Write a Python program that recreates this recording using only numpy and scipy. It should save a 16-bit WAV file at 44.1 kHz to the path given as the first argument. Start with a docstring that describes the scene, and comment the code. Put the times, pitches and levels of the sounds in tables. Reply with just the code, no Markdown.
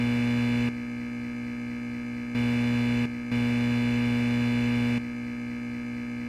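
"""Close beside a failing fluorescent lamp, whose choke hums on multiples of the mains and rattles the fixture.
It starts loud with the tube lit, then jumps five times between this and a soft hum while only the ends glow.
After each jump the level settles within hundredths of a second, and the fine grain repeats at a fixed interval.
The hum sums partials that knock twice a mains cycle, over noise that throbs with them. When loud, patches of hum
and hiss swell and sink at random, mostly in the kilohertz range; when soft only the hiss's do, and each round dips briefly."""
import sys
import numpy as np
from scipy import signal
from scipy.fft import rfft, irfft
from scipy.io import wavfile
from scipy.ndimage import uniform_filter1d

SR = 44100
rng = np.random.default_rng(int(sys.argv[2]) if len(sys.argv) > 2 else 0)


def master_out(mix):
    """Clip the mix to full scale and print it as 16-bit PCM to the path in sys.argv[1]."""
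    frames = np.transpose(np.atleast_2d(mix))
    ceiling = np.clip(frames, -1, 1)
    pcm = np.round(ceiling * 32767).astype(np.int16)
    wavfile.write(sys.argv[1], SR, pcm)


N = 277116

MAINS_HZ = 60
EDGE_HZ = 15640  # upper band edge of the sound
LIT, DIM = 1, 2  # level columns of the tables

# bands that the fixture radiates poorly: (centre [Hz], width [Hz], depth [dB])
HOLLOWS = [(95, 19, -4.5), (1910, 41, -5.5), (2496, 22, -14), (3193, 145, -14), (3823, 79, -21),
           (4480, 110, -4), (5170, 170, -8.5)]


def amp(db):
    """Amplitude factor of a level in dB."""
    return 10 ** (np.asarray(db) / 20)


def read(hz, points_hz, values):
    """Straight lines on a log-frequency axis."""
    return np.interp(np.log(hz + 1), np.log(np.asarray(points_hz) + 1), values)


def bells_db(hz, bells):
    """Sum of bell-shaped lifts or dips."""
    return sum(db * np.exp(-((hz - centre) / width) ** 2) for centre, width, db in bells)


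def looping_noise(size, gain):
    """Noise that joins its own start; gain(hz) is the root of its power per Hz."""
    hz = np.fft.rfftfreq(size, 1 / SR)
    spectrum = rfft(rng.standard_normal(size)) * gain(hz)
    return irfft(spectrum * np.sqrt(SR / 2), size)


def swelling_patches(x, depth_db, from_hz, frames, bins):
    """Patches of the spectrum swell and sink at random, mostly above from_hz; the end still joins the start."""
    calm_hz = 5500  # above this the patches fade
    hop = SR // MAINS_HZ // 3
    # three rounds in a row, of which the middle one is kept
    hz, _, z = signal.stft(np.tile(x, 3), SR, nperseg=4 * hop, noverlap=3 * hop)
    patches = rng.standard_normal((len(x) // hop, len(hz))).T
    patches = uniform_filter1d(patches, frames, 1, mode="wrap")
    patches = uniform_filter1d(patches, bins, 0)
    onset = np.tanh((hz[:, None] / from_hz) ** 2)
    fade = 1 / np.hypot(1, (hz[:, None] / calm_hz) ** 2)
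    gain = amp(depth_db * onset * fade * patches / patches.std())
    gain /= np.sqrt(np.mean(gain ** 2, axis=1, keepdims=True))  # mean power gain of 1 in each bin
    z *= gain[:, np.arange(z.shape[1]) % gain.shape[1]]
    _, rounds = signal.istft(z, SR, nperseg=4 * hop, noverlap=3 * hop)
    return rounds[len(x):2 * len(x)]


def throbbing_hiss(column, turns, knock_turn, gate):
    """Steady noise under the hum that swells a little with each knock, twice a mains cycle."""
    # noise spectrum before the hollows and the throb: (frequency [Hz], lit [dB per Hz], dim [dB per Hz])
    floor = np.transpose([(20, -80, -81), (60.4, -63, -70), (191, -71, -76.5), (513, -77, -84.5),
                          (930, -83.5, -94.5), (1620, -80, -88), (2180, -75.5, -83), (3040, -77.5, -94),
                          (3170, -83.5, -100), (4700, -89.5, -98.5), (5750, -92.5, -99), (8560, -100, -110),
                          (10100, -100, -110), (12400, -106, -118), (15000, -105, -114),
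                          (15600, -108, -128)])
    throb = 1 + np.clip(gate, 0, 1) * np.cos(4 * np.pi * (turns - knock_turn))

    def gain(hz):
        return amp(read(hz, floor[0], floor[column]) + bells_db(hz, HOLLOWS))

    return throb * looping_noise(len(turns), gain)


def mains_turns(size):
    """Mains cycles passed at each sample; a slow waver in the knocks' timing blurs high partials most."""
    jitter_db, jitter_hz = -73, 7  # rms waver [dB of a turn], corner of its spectrum [Hz]
    wobble = looping_noise(size, lambda hz: (hz > 0) / (1 + (hz / jitter_hz) ** 2))
    return MAINS_HZ * np.arange(size) / SR + amp(jitter_db) * wobble / wobble.std()


def partial_levels(column, odd_db):
    """Strong partials of choke and fixture, and between them a fine buzz uneven from partial to partial."""
    # strongest partials: (multiple of mains, lit [dB], dim [dB])
    listed = np.transpose([(2, -31.8, -44.8), (3, -64.5, -58.9), (4, -26.2, -33.9), (5, -56.0, -51.4),
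                           (6, -52.7, -59.6), (8, -43.2, -53.1), (10, -50.5, -60.0), (12, -56.5, -65.7),
                           (14, -51.6, -65.2), (16, -52.8, -67.9), (18, -57.3, -70.1), (21, -56.4, -58.6),
                           (24, -59.6, -69.0), (26, -51.3, -60.6), (27, -55.7, -58.1), (28, -49.5, -58.0),
                           (29, -56.5, -59.4), (30, -56.8, -69.0), (34, -55.3, -69.5), (35, -49.1, -54.9),
                           (36, -59.6, -65.2), (37, -47.4, -53.6), (38, -57.0, -64.2), (39, -44.6, -52.2),
                           (40, -52.3, -61.4), (41, -53.7, -63.3), (43, -50.6, -63.0), (44, -55.1, -63.0),
                           (47, -57.5, -83.2), (48, -53.8, -66.8), (49, -54.9, -70.7), (50, -57.2, -67.4),
                           (58, -54, -71), (68, -57, -69), (80, -66, -75), (81, -64, -71), (82, -64, -72)])
    # typical level of the other partials, before the changes below: (frequency [Hz], lit [dB], dim [dB])
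    fizz = np.transpose([(60, -71, -86), (700, -69, -76.5), (2660, -62, -72), (2870, -79, -96),
                         (5080, -77.5, -88.5), (8600, -88.5, -97), (10200, -91.5, -96), (12700, -99, -107),
                         (13800, -95, -100), (15600, -106, -122)])
    # fixture resonances that lift the fine buzz: (centre [Hz], width [Hz], lift [dB])
    rings = [(4070, 154, 15), (4770, 150, 8.5), (5350, 49, 12), (8400, 60, 6), (13950, 200, 6)]
    uneven_db, standout = 7.5, 1.64  # spread of the fine buzz; the most that one stands out (spreads)

    fine = np.setdiff1d(np.arange(round(fizz[0][0] / MAINS_HZ), EDGE_HZ // MAINS_HZ), listed[0])
    fine_hz = fine * MAINS_HZ
    fine_db = read(fine_hz, fizz[0], fizz[column]) + odd_db * (fine % 2)
    fine_db += uneven_db * np.clip(rng.standard_normal(len(fine)), None, standout)
    fine_db += bells_db(fine_hz, rings) + bells_db(fine_hz, HOLLOWS)
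    return np.r_[listed[0], fine], amp(np.r_[listed[column], fine_db])


def partial_phases(multiple, swell_turn, knock_turn, odd_turn):
    """The core knocks twice a cycle; the fixture scatters and delays its partials (phases in turns)."""
    # how far fixture resonances scatter the partials from the knock: (frequency [Hz], spread [turns])
    scatter = [(240, 0.03), (600, 0.21), (1200, 0.23), (1800, 0.57), (2100, 0.065), (2500, 0.15),
               (2900, 0.15), (3500, 0.43), (9000, 0.12), (15000, 0.15)]
    glide_from, glide_span = 35, 14  # multiples of mains over which the rattle band lags
    glide_turns = 0.006  # lag per squared multiple
    body_from_hz, body_to_hz, body_lag = 330, 870, .3  # band that the fixture body holds back, by turns

    hz = multiple * MAINS_HZ
    phase = -multiple * knock_turn
    phase += read(hz, *np.transpose(scatter)) * rng.standard_normal(len(multiple))
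    # the top of the main rattle band arrives later, so each burst glides upward
    phase -= glide_turns * np.clip(multiple - glide_from, 0, glide_span) ** 2
    phase -= body_lag * ((hz > body_from_hz) & (hz < body_to_hz))
    # odd multiples tell one half cycle from the other
    phase += odd_turn * (multiple % 2)
    # the slow swelling of the core at twice the mains peaks between the knocks
    phase[multiple == 2] = -2 * swell_turn
    return phase


def choke_hum(column, turns, swell_turn, knock_turn, odd_turn, odd_db):
    """Sum of the mains multiples with which the choke drives the fixture."""
    multiple, level = partial_levels(column, odd_db)
    phase = partial_phases(multiple, swell_turn, knock_turn, odd_turn)
    waves = np.cos(2 * np.pi * (multiple[:, None] * turns + phase[:, None]))
    return np.sqrt(2) * level @ waves  # levels are rms


def lamp(column, cycles, swell_turn, knock_turn, odd_turn, odd_db, hum_patch_db, hiss_patch_db, gate):
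    """One round of hum and hiss, a whole number of mains cycles long, so that it can repeat."""
    turns = mains_turns(cycles * SR // MAINS_HZ)
    hum = choke_hum(column, turns, swell_turn, knock_turn, odd_turn, odd_db)
    hiss = throbbing_hiss(column, turns, knock_turn, gate)
    hum = swelling_patches(hum, hum_patch_db, from_hz=2500, frames=9, bins=2)
    hiss = swelling_patches(hiss, hiss_patch_db, from_hz=1300, frames=8, bins=3)
    return hum + hiss


def dipping(x, dip_s, dip_db, width_s):
    """The level dips briefly once a round, along a bell in time."""
    t = np.arange(len(x)) / SR
    away = (t - dip_s + t[-1] / 2) % t[-1] - t[-1] / 2
    return x * amp(dip_db * np.exp(-(away / width_s) ** 2))


def scene():
    """Lit and dim stretches follow each other with abrupt changes."""
    # moments when the tube drops out or strikes, in turn, starting lit:
    # (time [s], level just after against the settled level [dB])
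    switches = [(0.689, 2.5), (2.348, -1), (3.056, 2.5), (3.315, -0.2), (4.982, 1)]
    # where the grain pattern of each stretch is counted from: (start [mains cycles])
    pattern_start = [0, 0, 142, 142, 200, 242]
    switch_s, settle_s = 0.00052, 0.011  # length of a changeover, time constant of settling

    # swell_turn and knock_turn are moments in the mains cycle (turns)
    # when lit, odd multiples shift half a turn: the other half cycle knocks harder
    lit = lamp(LIT, cycles=42, swell_turn=.22, knock_turn=-.016, odd_turn=.5, odd_db=-5.5,
               hum_patch_db=0.84, hiss_patch_db=2.5, gate=0.22)
    dim = lamp(DIM, cycles=14, swell_turn=.195, knock_turn=-.0103, odd_turn=0, odd_db=-1.2,
               hum_patch_db=0.0, hiss_patch_db=5.0, gate=0.18)
    states = [lit, dipping(dim, dip_s=0.167, dip_db=-1.1, width_s=0.015)]

    n, out = np.arange(N), np.zeros(N)
    # bounds before the start and after the end close the first and last stretch
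    times, held_db = np.transpose([(-1, 0), *switches, (N, 0)])
    edges = [np.clip((n / SR - s) / switch_s + .5, 0, 1) for s in times]
    for k, start in enumerate(pattern_start):
        sound = states[k % 2]
        repeated = sound[(n - start * SR // MAINS_HZ) % len(sound)]
        settling = amp(held_db[k] * np.exp(-np.abs(n / SR - times[k]) / settle_s))
        out += (edges[k] - edges[k + 1]) * settling * repeated
    return out[None]


def record(dry):
    """The band limit of the recorder behind the microphone: a steep low-pass."""
    lowpass = signal.firwin(1023, EDGE_HZ, window=("kaiser", 9), fs=SR)
    return signal.oaconvolve(dry, lowpass[None], "same")


dry = scene()
out = record(dry)
master_out(out)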